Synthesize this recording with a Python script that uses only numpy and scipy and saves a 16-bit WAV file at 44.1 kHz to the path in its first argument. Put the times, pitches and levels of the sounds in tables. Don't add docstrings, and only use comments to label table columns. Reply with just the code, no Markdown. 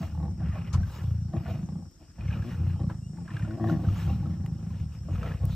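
import sys
import numpy as np
from scipy import signal
from scipy.fft import rfft, irfft, next_fast_len
from scipy.io import wavfile
from scipy.ndimage import uniform_filter1d

SR = 44100
rng = np.random.default_rng(int(sys.argv[2]) if len(sys.argv) > 2 else 0)


def transcribe(signal):
    frames = np.atleast_2d(signal).T
    limited = np.clip(frames, -1, 1)
    pcm = np.round(limited * 32767).astype(np.int16)
    wavfile.write(sys.argv[1], SR, pcm)


N = 244755
T = np.arange(N) / SR

# first t/s, last t/s, approximate rate/Hz, power share of uneven growlers/0-1
FLAP_RUNS = [(.017, .083, 45, .4), (.109, .134, 40, .3), (.1585, .2915, 37.6, .2), (.322, .35, 36, .3),
             (.389, .494, 38, .4), (.534, .714, 35, .4), (.753, .912, 31, .4), (.968, 1.018, 40, .2),
             (1.047, 1.294, 28, .04), (1.344, 1.508, 30, .4), (1.558, 1.64, 25, .3), (1.7, 1.866, 30, .15),
             (2.009, 2.091, 12, .5), (2.197, 2.262, 31, .4), (2.293, 2.4, 37, .3), (2.451, 2.584, 30, .3),
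             (2.61, 2.878, 30, .1), (2.916, 3.22, 26, .03), (3.262, 3.49, 34, .2), (3.545, 3.849, 26, .35),
             (3.877, 4.059, 33, .4), (4.087, 4.192, 38, .3), (4.21, 4.378, 30, .3),
             (4.412, 4.752, 26.5, .12), (4.811, 4.916, 38, .3), (4.958, 5.072, 35, .3),
             (5.096, 5.162, 45, .3), (5.19, 5.412, 31.5, .25), (5.443, 5.534, 33, .2)]
# start t/s, end t/s, first f/Hz, last f/Hz, first level/dB, last level/dB,
# strength of every second pulse/0-1, brightness/dB per octave
VOICED_MOANS = [(1.328, 1.391, 113.5, 107.7, -29.5, -33.5, 0.73, -1),
                (2.432, 2.511, 111.3, 126.4, -39.5, -31, 0.85, -0.5),
                (3.16, 3.26, 84.8, 87, -36, -36.5, .85, -10.5),
                (3.471, 3.576, 103.3, 117, -37, -34.5, 0.81, 1),
                (3.592, 3.705, 109.9, 110.7, -28, -29.5, 0.82, 0.5),
                (3.705, 3.777, 85, 75.2, -17.5, -31.5, 0.92, 1.5)]


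def amp(db):
    return 10 ** (np.asarray(db) / 20)


def unit(x, span=SR // 4):
    return x / np.sqrt(abs(uniform_filter1d(x ** 2, span)) + 1e-20)


def columns(rows):
    s, *values = np.transpose(rows)
    return [np.interp(T, s, v) for v in values]


def read(points, hz):
    f, value = np.transpose(points)
    return np.interp(np.log(hz + 1), np.log(f + 1), value)


def resonate(x, hz, width):
    r = np.exp(-np.pi * width / SR)
    pole = r * np.exp(2j * np.pi * hz / SR)
    return 2 * signal.lfilter([1 - r], [1, -pole], x).real


def formants(drive, modes):
    total = 0
    for hz, width, db in modes:
        ring = resonate(resonate(drive, hz, width), hz, 2.5 * width)
        total = total + amp(db) / np.sqrt(width) * ring
    return unit(total)


def noise(*spectra, patchy_db):
    hz = np.fft.rfftfreq(512, 1 / SR)
    real, imag, patches = rng.standard_normal((N // 128 + 5, 257, 3)).T
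    patches = uniform_filter1d(uniform_filter1d(patches, 6, 0), 14, 1)
    level_db = read(spectra[0], hz)[:, None] + patchy_db * patches / patches.std()
    z = (real + 1j * imag) * amp(level_db)
    scale = np.std(signal.istft(z, nperseg=512, noverlap=384)[1])
    for extra in spectra[1:]:
        z = z * amp(read(extra, hz)[:, None])
    return signal.istft(z, nperseg=512, noverlap=384)[1][:N] / scale


def stereo(mid, side):
    return np.array([mid + side, mid - side])


def swells(rows, edge_db, bend):
    t, rows = T[::44], np.array(rows)
    start, crest, end = rows[:, :3, None].transpose(1, 0, 2)
    away = np.where(t < crest, (crest - t) / (crest - start), (t - crest) / (end - crest))
    shape = amp(2 * np.maximum(edge_db * away ** bend, -120))
    power = amp(2 * rows[:, 3:]).T @ shape
    return np.array([np.interp(T, t, np.sqrt(p)) for p in power])


def lions():
    # t/s, effort level/dB, upper chest ring level/dB (ahead of the hush)
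    phrases = [
        [(0.0, -45, -27), (0.054, -29.5, -48), (0.092, -40, -39.5), (0.154, -31.5, -49), (0.198, -28, -31.5),
         (0.37, -37.5, -41)],
        [(0.39, -32, -34.5), (0.432, -28, -35), (0.468, -27.5, -34), (0.492, -30.5, -37), (0.624, -36, -40),
         (0.73, -37, -38.5)],
        [(0.74, -19.5, -40), (0.762, -18.5, -36), (0.804, -23.5, -33.5), (0.906, -34, -54), (0.912, -35, -62),
         (0.95, -30, -60)],
        [(0.96, -43, -49), (1.034, -29, -44), (1.088, -25, -49), (1.14, -28.5, -40), (1.158, -27, -45.5),
         (1.31, -35.5, -38)],
        [(1.33, -30, -30), (1.414, -32, -46), (1.44, -57, -33.5), (1.466, -30.5, -38), (1.758, -42.5, -33.5),
         (1.9, -48, -56.5)],
        [(1.92, -58.5, -64.5), (2.168, -53.5, -58), (2.172, -41, -53)],
        [(2.182, -34, -43.5), (2.324, -28.5, -44.5), (2.368, -37, -29.5), (2.414, -22.5, -35.5),
         (2.472, -56, -40), (2.5, -64, -41)],
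        [(2.52, -32.5, -39), (2.566, -33, -45), (2.606, -27.5, -34.5), (2.8, -29, -42), (2.82, -28, -28),
         (2.87, -33, -36)],
        [(2.89, -33.5, -37.5), (3.056, -37, -48), (3.076, -34.5, -43), (3.184, -55, -41), (3.216, -35, -32),
         (3.27, -52, -51)],
        [(3.29, -50, -46), (3.314, -33, -37.5), (3.398, -30, -89), (3.438, -31, -31.5), (3.554, -36, -40),
         (3.58, -52, -48)],
        [(3.6, -38, -45), (3.62, -32, -39), (3.746, -33.5, -30), (3.83, -31, -34), (3.882, -23, -33.5),
         (4.03, -35, -36.5)],
        [(4.05, -26, -42), (4.08, -27, -28.5), (4.224, -31, -38.5), (4.262, -29.5, -30), (4.384, -39, -39.5),
         (4.4, -22.5, -33)],
        [(4.41, -31.5, -36), (4.454, -28.5, -35.5), (4.494, -38, -37.5), (4.518, -29.5, -37), (4.634, -38, -39),
         (4.76, -31.5, -38.5)],
        [(4.78, -32.5, -42), (4.838, -30, -36.5), (4.898, -38, -48), (4.932, -38, -54), (4.954, -37.5, -50.5),
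         (5.06, -36, -44.5)],
        [(5.08, -41, -37), (5.116, -29.5, -38.5), (5.35, -32, -39), (5.376, -43, -60), (5.438, -22, -37.5),
         (5.55, -31, -39)],
    ]
    # t/s, nominal f/Hz, ring decay/s (the other cats ring shorter)
    chest_sizes = [(0, 89.5, 0.029), (.9, 93.8, 0.016), (1.1, 104.7, .012), (1.75, 99.4, 0.014),
                   (2.0, 87, 0.018), (2.3, 96, 0.01), (2.7, 101.7, 0.012), (2.95, 103, 0.0036),
                   (3.2, 115, 0.0028), (3.45, 107.5, 0.015), (3.85, 98.5, 0.014), (4.35, 99, 0.014),
                   (4.5, 108, 0.0043), (4.8, 96, 0.019), (5.0, 87.5, 0.0074), (5.55, 88.7, .011)]
    # start t/s, widest t/s, end t/s, throat level/dB, steady growler's muzzle level/dB,
    # snarlers' mouths level/dB, cheek level/dB
    jaw_moves = [(-.04, .03, .1, -43.5, -54, -44, -73), (.12, .24, .35, -41, -50.5, -51.5, -48),
                 (.36, .41, .5, -44.5, -60, -52, -59), (.52, .56, .63, -47, -48, -43.5, -58),
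                 (.7, .78, .88, -48, -59, -52.5, -61), (.88, 1.04, 1.12, -55.5, -61, -63, -59),
                 (1.31, 1.35, 1.42, -34, -45.5, -41, -49), (1.42, 1.49, 1.62, -42, -75, -41.5, -45),
                 (1.63, 1.69, 1.78, -52, -62, -67, -60), (1.72, 1.8, 1.9, -57, -63, -76, -56.5),
                 (1.96, 2.02, 2.12, -59.5, -87, -61.5, -65.5), (2.172, 2.185, 2.28, -50.5, -79, -54, -56),
                 (2.26, 2.36, 2.58, -49, -61, -69, -53), (2.5, 2.62, 2.75, -46, -63, -67, -56),
                 (2.74, 2.81, 2.87, -40.5, -50, -58, -49.5), (2.888, 2.9, 2.96, -41.5, -51, -50.5, -58),
                 (3.14, 3.22, 3.28, -42, -59, -48, -58), (3.27, 3.36, 3.45, -45.5, -63, -55, -71),
                 (3.44, 3.5, 3.6, -39, -76, -38.5, -53), (3.58, 3.68, 3.79, -19.5, -42, -33.5, -47),
                 (3.78, 3.83, 4.04, -42, -51.5, -48.5, -46), (4.04, 4.1, 4.18, -41, -46, -70, -51),
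                 (4.18, 4.26, 4.38, -37.5, -53, -63, -51), (4.38, 4.45, 4.6, -49, -55, -62.5, -67),
                 (4.48, 4.6, 4.95, -59.5, -63.5, -69, -62.5), (5.06, 5.09, 5.15, -41.5, -79, -55, -50),
                 (5.12, 5.27, 5.38, -45.5, -74, -45.5, -40.5), (5.38, 5.43, 5.56, -49, -55.5, -51, -49)]
    shut_db = [-40.5, -50, -58, -39.5]
    # f/Hz, width/Hz
    upper_ring, throat_ring, cheek_ring = (166.6, 35.3), (304, 23.8), (466, 126)
    # f/Hz, width/Hz, relative level/dB
    muzzle_rings, mouth_rings = [(567, 10, -19), (795.4, 22, 4.5), (1097, 21, -2.5), (1815, 47, -14.5),
                                 (2600, 60, -37.5), (3840, 200, -16.5)], [(646, 71.5, 3.5), (1092, 8.2, -10.5), (1500, 34, -14.5),
                                                 (1810, 200, -14.5)]

    effort_db, upper_db = columns([row for phrase in phrases for row in phrase])
    hz, ring = columns(chest_sizes)
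    jaws = swells(jaw_moves, edge_db=-20.5, bend=0.71)
    jaws = jaws + amp(effort_db + np.array(shut_db)[:, None])
    share = columns([(s, crowd) for a, b, _, crowd in FLAP_RUNS for s in (a, b)])[0]
    near_share, others_share = np.sqrt(1 - share), np.sqrt(share)

    steady, uneven = flap_times()
    steady_size = amp(1.67 * rng.standard_normal(len(steady)))
    uneven_size = amp(1.14 * rng.standard_normal(len(uneven)))
    near = unit(chest(steady, steady_size, hz, ring))
    others = unit(chest(uneven, uneven_size, hz, 0.38 * ring))

    flaps = np.zeros((2, N))
    for row, times, size in zip(flaps, (steady, uneven), (steady_size, uneven_size)):
        parting = ((times - .0105) * SR).astype(int)
        row[np.clip(parting, 0, N - 1)] = size
    both = near_share * flaps[0] + others_share * flaps[1]
    puff = signal.lfilter([1], [1, -np.exp(-1 / (0.013 * SR))], both)
    air = unit((puff + 1.4) * rng.standard_normal(N))
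    pulses, left = unit(both), hush()

    upper = formants(pulses + 0.85 * air, [(*upper_ring, 0)]) * left
    growl = amp(effort_db) * (near_share * near + others_share * others) + amp(upper_db) * upper
    throat = jaws[0] * formants(pulses + 1.45 * air, [(*throat_ring, 0)]) * left
    muzzle = jaws[1] * formants(unit(flaps[0]) + .12 * air, muzzle_rings)
    mouth = jaws[2] * formants(pulses + 1.9 * air, mouth_rings) * left
    mouth += jaws[3] * formants(pulses + 1.27 * air, [(*cheek_ring, 0)])

    voices = growl * amp([[.35], [-.35]]) + throat * amp([[1.4], [-1.4]])
    voices = voices + muzzle * amp([[1.2], [-1.2]]) + mouth * amp([[-1.6], [1.6]])
    return voices, puff


def flap_times():
    steady = [np.linspace(a, b, round((b - a) * rate) + 1) for a, b, rate, _ in FLAP_RUNS]
    gaps = .024 * np.exp(.4 * rng.standard_normal(400))
    uneven = np.cumsum(gaps)
    return np.concatenate(steady), uneven[uneven < T[-1]]


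def chest(times, size, hz, ring, rise=0.012, sag=0.94, sag_s=0.0062):
    out, t = np.zeros(N + SR), np.arange(SR // 10) / SR
    for s, a in zip(times, size):
        i = int(s * SR)
        turns = np.cumsum(hz[i] * (0.88 + sag * np.exp(-t / sag_s))) / SR
        shape = np.minimum(t / rise, 1) ** 2 * np.exp(-np.maximum(t - rise, 0) / abs(ring[i]))
        shape = np.convolve(shape, np.hanning(200) / 100)[100:100 + len(t)]
        phase = 2 * np.pi * (turns - np.interp(rise, t, turns)) - 1.1
        out[i:i + len(t)] += a * shape * np.cos(phase)
    lead = int(rise * SR)
    return out[lead:lead + N]


def hush():
    moaning = sum((T > start + .01) & (T < end - .015) for start, end, *_ in VOICED_MOANS) > 0
    return 1 - .92 * uniform_filter1d(moaning * 1., 600)


def moans():
    # f/Hz, level/dB
    tone = [(80, -3.5), (165, 15), (220, 3.5), (330, 3.5), (440, -24), (660, -10), (900, -31.5),
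            (1110, -17), (1280, -50), (1450, -35.5), (1890, -26.5), (2300, -59)]
    rise_s, fall_s, edge_db = 0.016, 0.017, -20.5
    out = np.zeros(N)
    for start, end, hz0, hz1, db0, db1, second, bright_db in VOICED_MOANS:
        on = (T > start) & (T < end)
        t, u = T[on], np.linspace(0, 1, on.sum())
        edge = np.maximum(1 - (t - start) / rise_s, 0) + np.maximum(1 - (end - t) / fall_s, 0)
        wander = 1 + .2 * uniform_filter1d(rng.standard_normal(on.sum()), 300)
        hz = (hz0 + (hz1 - hz0) * u) * wander
        k = np.arange(2, 50)[:, None] / 2
        weakness = 1 - np.clip(second, 0, 1)
        height = amp(read(tone, k * hz) + bright_db * np.log2(k)) * np.where(k % 1, weakness, 1)
        turns = k * np.cumsum(hz) / SR + 0.59 * rng.random(k.shape)
        stack = (height * np.cos(2 * np.pi * turns)).sum(0)
        level = amp(db0 + (db1 - db0) * u + edge_db * edge) * signal.windows.tukey(on.sum(), .06)
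        out[on] += level * stack / np.sqrt((height ** 2).sum(0) / 2)
    return out * amp([[1.2], [-1.2]])


def rattles(rasp):
    # t/s, level/dB (ahead of the band filter), ring f/Hz
    loudest = [(0.5135, -45, 1220), (.7371, -35, 1330), (.831, -40, 1570), (1.4619, -40.5, 1450),
               (2.2075, -42.5, 2460), (2.279, -42.5, 2160), (2.3031, -39, 1640), (2.3261, -38, 2480),
               (2.423, -39.5, 1645), (2.8981, -40, 1620), (3.277, -39.5, 1636), (3.303, -39, 1800),
               (3.366, -33, 1614), (3.394, -40, 1550), (3.422, -39.5, 1810), (3.4455, -39.5, 1410),
               (3.5074, -39, 1470), (3.6388, -38.5, 1840), (3.6722, -36.5, 1750), (3.696, -29.5, 1415),
               (3.8477, -40, 1530), (3.8845, -37.5, 1264), (4.096, -40, 2750), (4.256, -42, 1290),
               (4.705, -45.5, 1030), (5.155, -37.5, 1296), (5.229, -31, 1300), (5.258, -37, 1350),
               (5.317, -38, 1710)]
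    t60, faint_per_s, faint_db = .038, 15, 10
    out, t = np.zeros(N + SR), np.arange(SR // 12) / SR
    when, size, ring = rng.random((round(faint_per_s * T[-1]), 3)).T
    when = when * T[-1]
    chance_db = 20 * np.log10(rasp[(when * SR).astype(int)]) + faint_db - 8 * size
    faint = list(zip(when, chance_db, 1150 + 500 * ring))
    for s, peak_db, hz in loudest + faint:
        spit = rng.standard_normal(len(t))
        wobble = 1 + 0.26 * uniform_filter1d(spit, 40) * np.sqrt(40)
        ringing = wobble * np.sin(2 * np.pi * hz * t) + .5 * spit
        level = amp(peak_db - 60 * t / t60) * np.minimum(t / 0.0024, 1)
        out[int(s * SR):int(s * SR) + len(t)] += level * ringing
    band = signal.butter(2, [800, 3600], "bandpass", fs=SR, output="sos")
    return signal.sosfilt(band, out[:N])


def knocks():
    # first t/s, level/dB at the onset of the decay, ring f/Hz, number of flaps
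    hard_flaps = [(.148, -41, 850, 6), (.418, -41.5, 735, 1), (.551, -50, 640, 1), (1.336, -32, 647, 2),
                  (1.457, -36, 700, 1), (1.686, -45, 817, 1), (1.755, -46.5, 820, 1), (1.822, -49, 804, 1),
                  (2.759, -45, 840, 1), (2.793, -40.5, 840, 1), (2.814, -39.5, 540, 2),
                  (2.898, -35, 990, 1), (3.183, -42.5, 866, 1), (3.475, -38, 632, 1), (3.597, -32, 706, 1),
                  (3.641, -24, 710, 1), (3.792, -37.5, 690, 1), (4.092, -36.5, 764, 1),
                  (4.227, -43, 830, 1), (5.085, -35.5, 587, 1)]
    gap_s, t60 = .0262, 0.047
    out, t = np.zeros(N + SR), np.arange(SR // 8) / SR
    for first, peak_db, hz, flaps in hard_flaps:
        ringing = np.sin(2 * np.pi * hz * t) + 0.29 * np.sin(2 * np.pi * 1140 * t)
        ringing += 0.22 * np.sin(2 * np.pi * 1700 * t) * np.exp(-t / 0.0024)
        level = amp(peak_db - 60 * t / t60) * np.minimum(t / 0.0023, 1)
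        for s in first + gap_s * np.arange(round(flaps)):
            out[int(s * SR):int(s * SR) + len(t)] += level * ringing
    return out[:N]


def slap():
    # t/s, level/dB, nominal f/Hz, ring decay/s
    s, peak_db, hz, ring = (.7497, -15, 115, .012)
    return chest([s], [amp(peak_db)], np.full(N, hz), np.full(N, ring), rise=0.0073, sag=0.57)


def breath():
    # start t/s, strongest t/s, end t/s, rasp in the throat level/dB, hiss at the teeth level/dB,
    # ring behind the palate level/dB
    breaths = [(-.05, .03, .16, -53.5, -58, -60), (.38, .46, .6, -54.5, -79, -63),
               (.45, .57, .7, -51, -68, -57), (.58, .68, .73, -53.5, -71, -59.5),
               (.725, .745, .79, -42.5, -61, -64), (.79, .95, 1.15, -52, -57.5, -61),
               (1.35, 1.37, 1.42, -56, -71, -60.5), (1.39, 1.5, 1.64, -51.5, -61, -56.5),
               (1.97, 2.03, 2.12, -79, -87, -74), (2.175, 2.21, 2.3, -56, -82, -67),
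               (2.2, 2.34, 2.5, -50.5, -66.5, -54.5), (2.35, 2.52, 2.65, -52.5, -60.5, -59),
               (2.55, 2.7, 2.84, -59, -68, -62), (2.888, 2.9, 2.96, -50, -68, -79),
               (3.15, 3.17, 3.24, -61.5, -87, -85), (3.24, 3.36, 3.6, -52.5, -71, -56),
               (3.6, 3.72, 3.79, -55, -57.5, -62), (3.78, 4.0, 4.25, -50.5, -55, -56.5),
               (4.22, 4.34, 4.5, -63.5, -78, -88), (4.45, 4.8, 4.89, -62.5, -70, -67),
               (4.89, 4.94, 5.0, -64.5, -67, -64), (5.07, 5.15, 5.22, -60, -65, -62),
               (5.12, 5.27, 5.42, -48, -61, -53.5), (5.4, 5.52, 5.7, -59, -58.5, -64)]
    calm_db = [-76, -80, -102.5]
    return swells(breaths, edge_db=-17, bend=1.03) + amp(calm_db)[:, None]


def panting(puff, gains):
    # f/Hz, relative level/dB per Hz
    rasp_shape, hiss_shape = [(210, -15), (350, 4), (402, -26), (452, 13), (694, -3.5), (868, 4.5),
                              (1330, -4.5), (1960, 0.5), (2550, -10.5), (4500, -21), (5850, -77),
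                              (9900, -120)], [(1470, -40), (2500, -20), (2780, 6), (8610, -6), (9150, -24.5),
                                            (9370, -65), (10500, -68.5), (10800, -20), (11400, -6),
                                            (15500, -8.5)]
    # f/Hz, side over mid level/dB
    hiss_width = [(2500, 0), (6000, -22.5), (9000, -1), (10000, 16.5), (11000, 17), (12500, -15.5)]
    # f/Hz, width/Hz, relative level/dB
    airway_rings, palate_rings = [(1332, 320, 10), (1676, 130, -2)], [(2504, 270, 6.5), (2750, 200, 3.5)]
    flutter = unit(.7 + uniform_filter1d(puff, 40))
    rasp = noise(rasp_shape, patchy_db=3.0)
    rasp_side = amp(-9.5) * noise(rasp_shape, patchy_db=5.5)
    rasp = stereo(rasp + .5 * formants(rasp, airway_rings), rasp_side)
    palate = formants(rng.standard_normal(N), palate_rings)
    hiss = stereo(noise(hiss_shape, patchy_db=3.5), noise(hiss_shape, hiss_width, patchy_db=2.0))
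    return flutter * (gains[0] * rasp + gains[2] * palate) + gains[1] * hiss


def snaps():
    # t/s, dull level/dB and bright level/dB (ahead of the band filters), t60/s after the hold,
    # left over right level/dB, hold/s, treble centre f/Hz
    bursts = [(0.729, -43.5, -45, 0.083, 14.5, 0.015, 5560), (1.912, -62, -65, .02, 3, .001, 12000),
              (2.176, -67, -74, .03, 4, 0.0015, 6000), (2.704, -51, -66, 0.16, 0, 0.0049, 6000),
              (2.816, -51, -61, 0.032, 7, 0.0026, 6500), (2.902, -65, -72, 0.054, 6, 0.015, 6000),
              (3.39, -58, -58, .02, 0, .001, 12500), (4.461, -35, -53, 0.023, 2, 0.00053, 11100),
              (5.086, -58, -68, 0.026, 1, 0.0019, 6000), (5.453, -39.5, -38.5, 0.011, 4, 0.00048, 13100)]
    out, t = np.zeros((2, N + SR)), np.arange(SR // 5) / SR
    dull = signal.butter(3, [700, 2800], "bandpass", fs=SR, output="sos")
    for s, dull_db, treble_db, t60, pan_db, hold, hz in bursts:
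        bright = signal.butter(2, [.6 * hz, 1.35 * hz], "bandpass", fs=SR, output="sos")
        level = amp(-60 * np.maximum(t - hold, 0) / abs(t60)) * np.minimum(t / 0.00039, 1)
        burst = rng.standard_normal(len(t)) * level
        sound = amp(dull_db) * signal.sosfilt(dull, burst) + amp(treble_db) * signal.sosfilt(bright, burst)
        out[:, int(s * SR):int(s * SR) + len(t)] += sound * amp([[pan_db / 2], [-pan_db / 2]])
    return out[:, :N]


def rocks(x):
    t = np.arange(SR // 5) / SR
    chosen = rng.random((2, len(t))) < 1500 / SR
    taps = rng.standard_normal((2, len(t))) * chosen * amp(-60 * t / 0.17) * (t > .004)
    taps = taps / np.linalg.norm(taps, axis=1, keepdims=True)
    return signal.fftconvolve(x, taps, axes=1)[:, :N]


def cicada():
    # t/s, level/dB (ahead of the left and right gains)
    song_level = [(0, -79.5), (1.2, -84), (1.55, -78), (1.75, -72), (2.15, -83), (2.7, -78), (3.1, -68),
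                  (3.4, -71.5), (3.7, -76), (4.2, -79), (5.55, -74)]
    # f/Hz, width/Hz, relative level/dB
    body_rings = [(6790, 280, 4.5), (7710, 200, -11.5), (8120, 160, 2), (8313, 130, 0.5)]
    click_hz, throb_hz = 442.0, 107.3
    drift = uniform_filter1d(uniform_filter1d(rng.standard_normal(N), 3000), 3000)
    waver = 1 + 0.00089 * unit(drift, SR)
    turns = np.cumsum(click_hz * waver) / SR
    clicks = sum(np.cos(2 * np.pi * k * turns) for k in range(16, 20))
    clicks = clicks * (1 + 0.52 * np.cos(2 * np.pi * throb_hz * T))
    song = sum(amp(db) * resonate(resonate(clicks, hz, w), hz, w) for hz, w, db in body_rings)
    return amp(columns(song_level)[0]) * unit(song) * amp([[1.5], [-3]])


def bird():
    # t/s, f/Hz, rms level/dB
    whistles = [
        [(2.75, 3000, -75), (2.79, 3140, -70), (2.84, 3160, -79)],
        [(3.0, 2710, -82), (3.05, 2800, -67), (3.1, 2920, -78)],
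    ]
    out = np.zeros(N)
    for rows in whistles:
        hz, level_db = columns(rows)
        start, end = rows[0][0], rows[-1][0]
        on = np.interp(T, [start, start + .012, end - .012, end], [0, 1, 1, 0])
        out += np.sqrt(2) * amp(level_db) * on * np.sin(2 * np.pi * np.cumsum(hz) / SR)
    return out


def bush():
    # f/Hz, relative level/dB per Hz
    mid_shape, side_shape = [(150, -24), (250, 7), (466, -29.5), (837, -24.5), (995, -31), (1410, -27),
                             (4390, -29), (5500, -6.5), (6210, -27.5), (8180, -17.5), (9230, -27.5),
                             (9720, -65), (11800, -29), (14000, -38.5), (15500, -57)], [(35, -24), (60, 19), (112, -37.5), (145, -7.5), (272, -20.5),
                                           (403, -14.5), (721, -47), (810, -13.5), (1170, -31),
                                           (1550, -23.5), (2010, -47), (3760, -38), (5580, -19.5),
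                                           (10900, -41), (15500, -70.5)]
    mid_db, side_db = -63, -66
    mid = amp(mid_db) * noise(mid_shape, patchy_db=1.0)
    return stereo(mid, amp(side_db) * noise(side_shape, patchy_db=4.5))


def wind():
    band = signal.butter(3, [28, 65], "bandpass", fs=SR, output="sos")
    slow = signal.sosfilt(band, rng.standard_normal((2, N)))
    mid_db = -57
    return amp(mid_db) * stereo(unit(slow[0], SR), .25 * unit(slow[1], SR))


def ports(x):
    # f/Hz, left lead/rad
    lead = [(60, .02), (250, .03), (400, -.25), (700, -.05), (1000, -.3), (1450, -.42), (1800, 0),
            (2350, .58), (3200, .68), (4400, .5), (5150, 1.4), (6000, .1), (7000, -.6), (8400, -1.3),
            (9500, 0), (15000, -.15)]
    # f/Hz, left over right level/dB
    balance = [(40, 0.5), (150, -0.9), (600, 1.2), (1400, -0.3), (2300, 0.7), (3300, 0.7), (5000, 5.5),
               (7000, 2.5), (9000, -2.7), (15000, 2.5)]
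    size = next_fast_len(N + 2048)
    hz = np.fft.rfftfreq(size, 1 / SR)
    half = amp(read(balance, hz) / 2) * np.exp(.5j * read(lead, hz))
    return irfft(rfft(x, size) * np.array([half, 1 / half]), size)[:, :N]


def scene():
    voices, puff = lions()
    gains = breath()
    cats = voices + moans() + rattles(gains[0]) + knocks() + slap()
    close = cats + snaps()
    echoes = amp(-16.5) * rocks(close)
    return close + echoes + panting(puff, gains) + cicada() + bird() + bush() + wind()


def record(dry):
    bass_hz, edge_hz = 40, 15650
    roll_off = signal.butter(4, bass_hz, "highpass", fs=SR, output="sos")
    thinned = signal.sosfilt(roll_off, ports(dry))
    limit = signal.firwin(2047, edge_hz, window=("kaiser", 12), fs=SR)
    return signal.oaconvolve(thinned, limit[None], "same")


dry = scene()
out = record(dry)
transcribe(out)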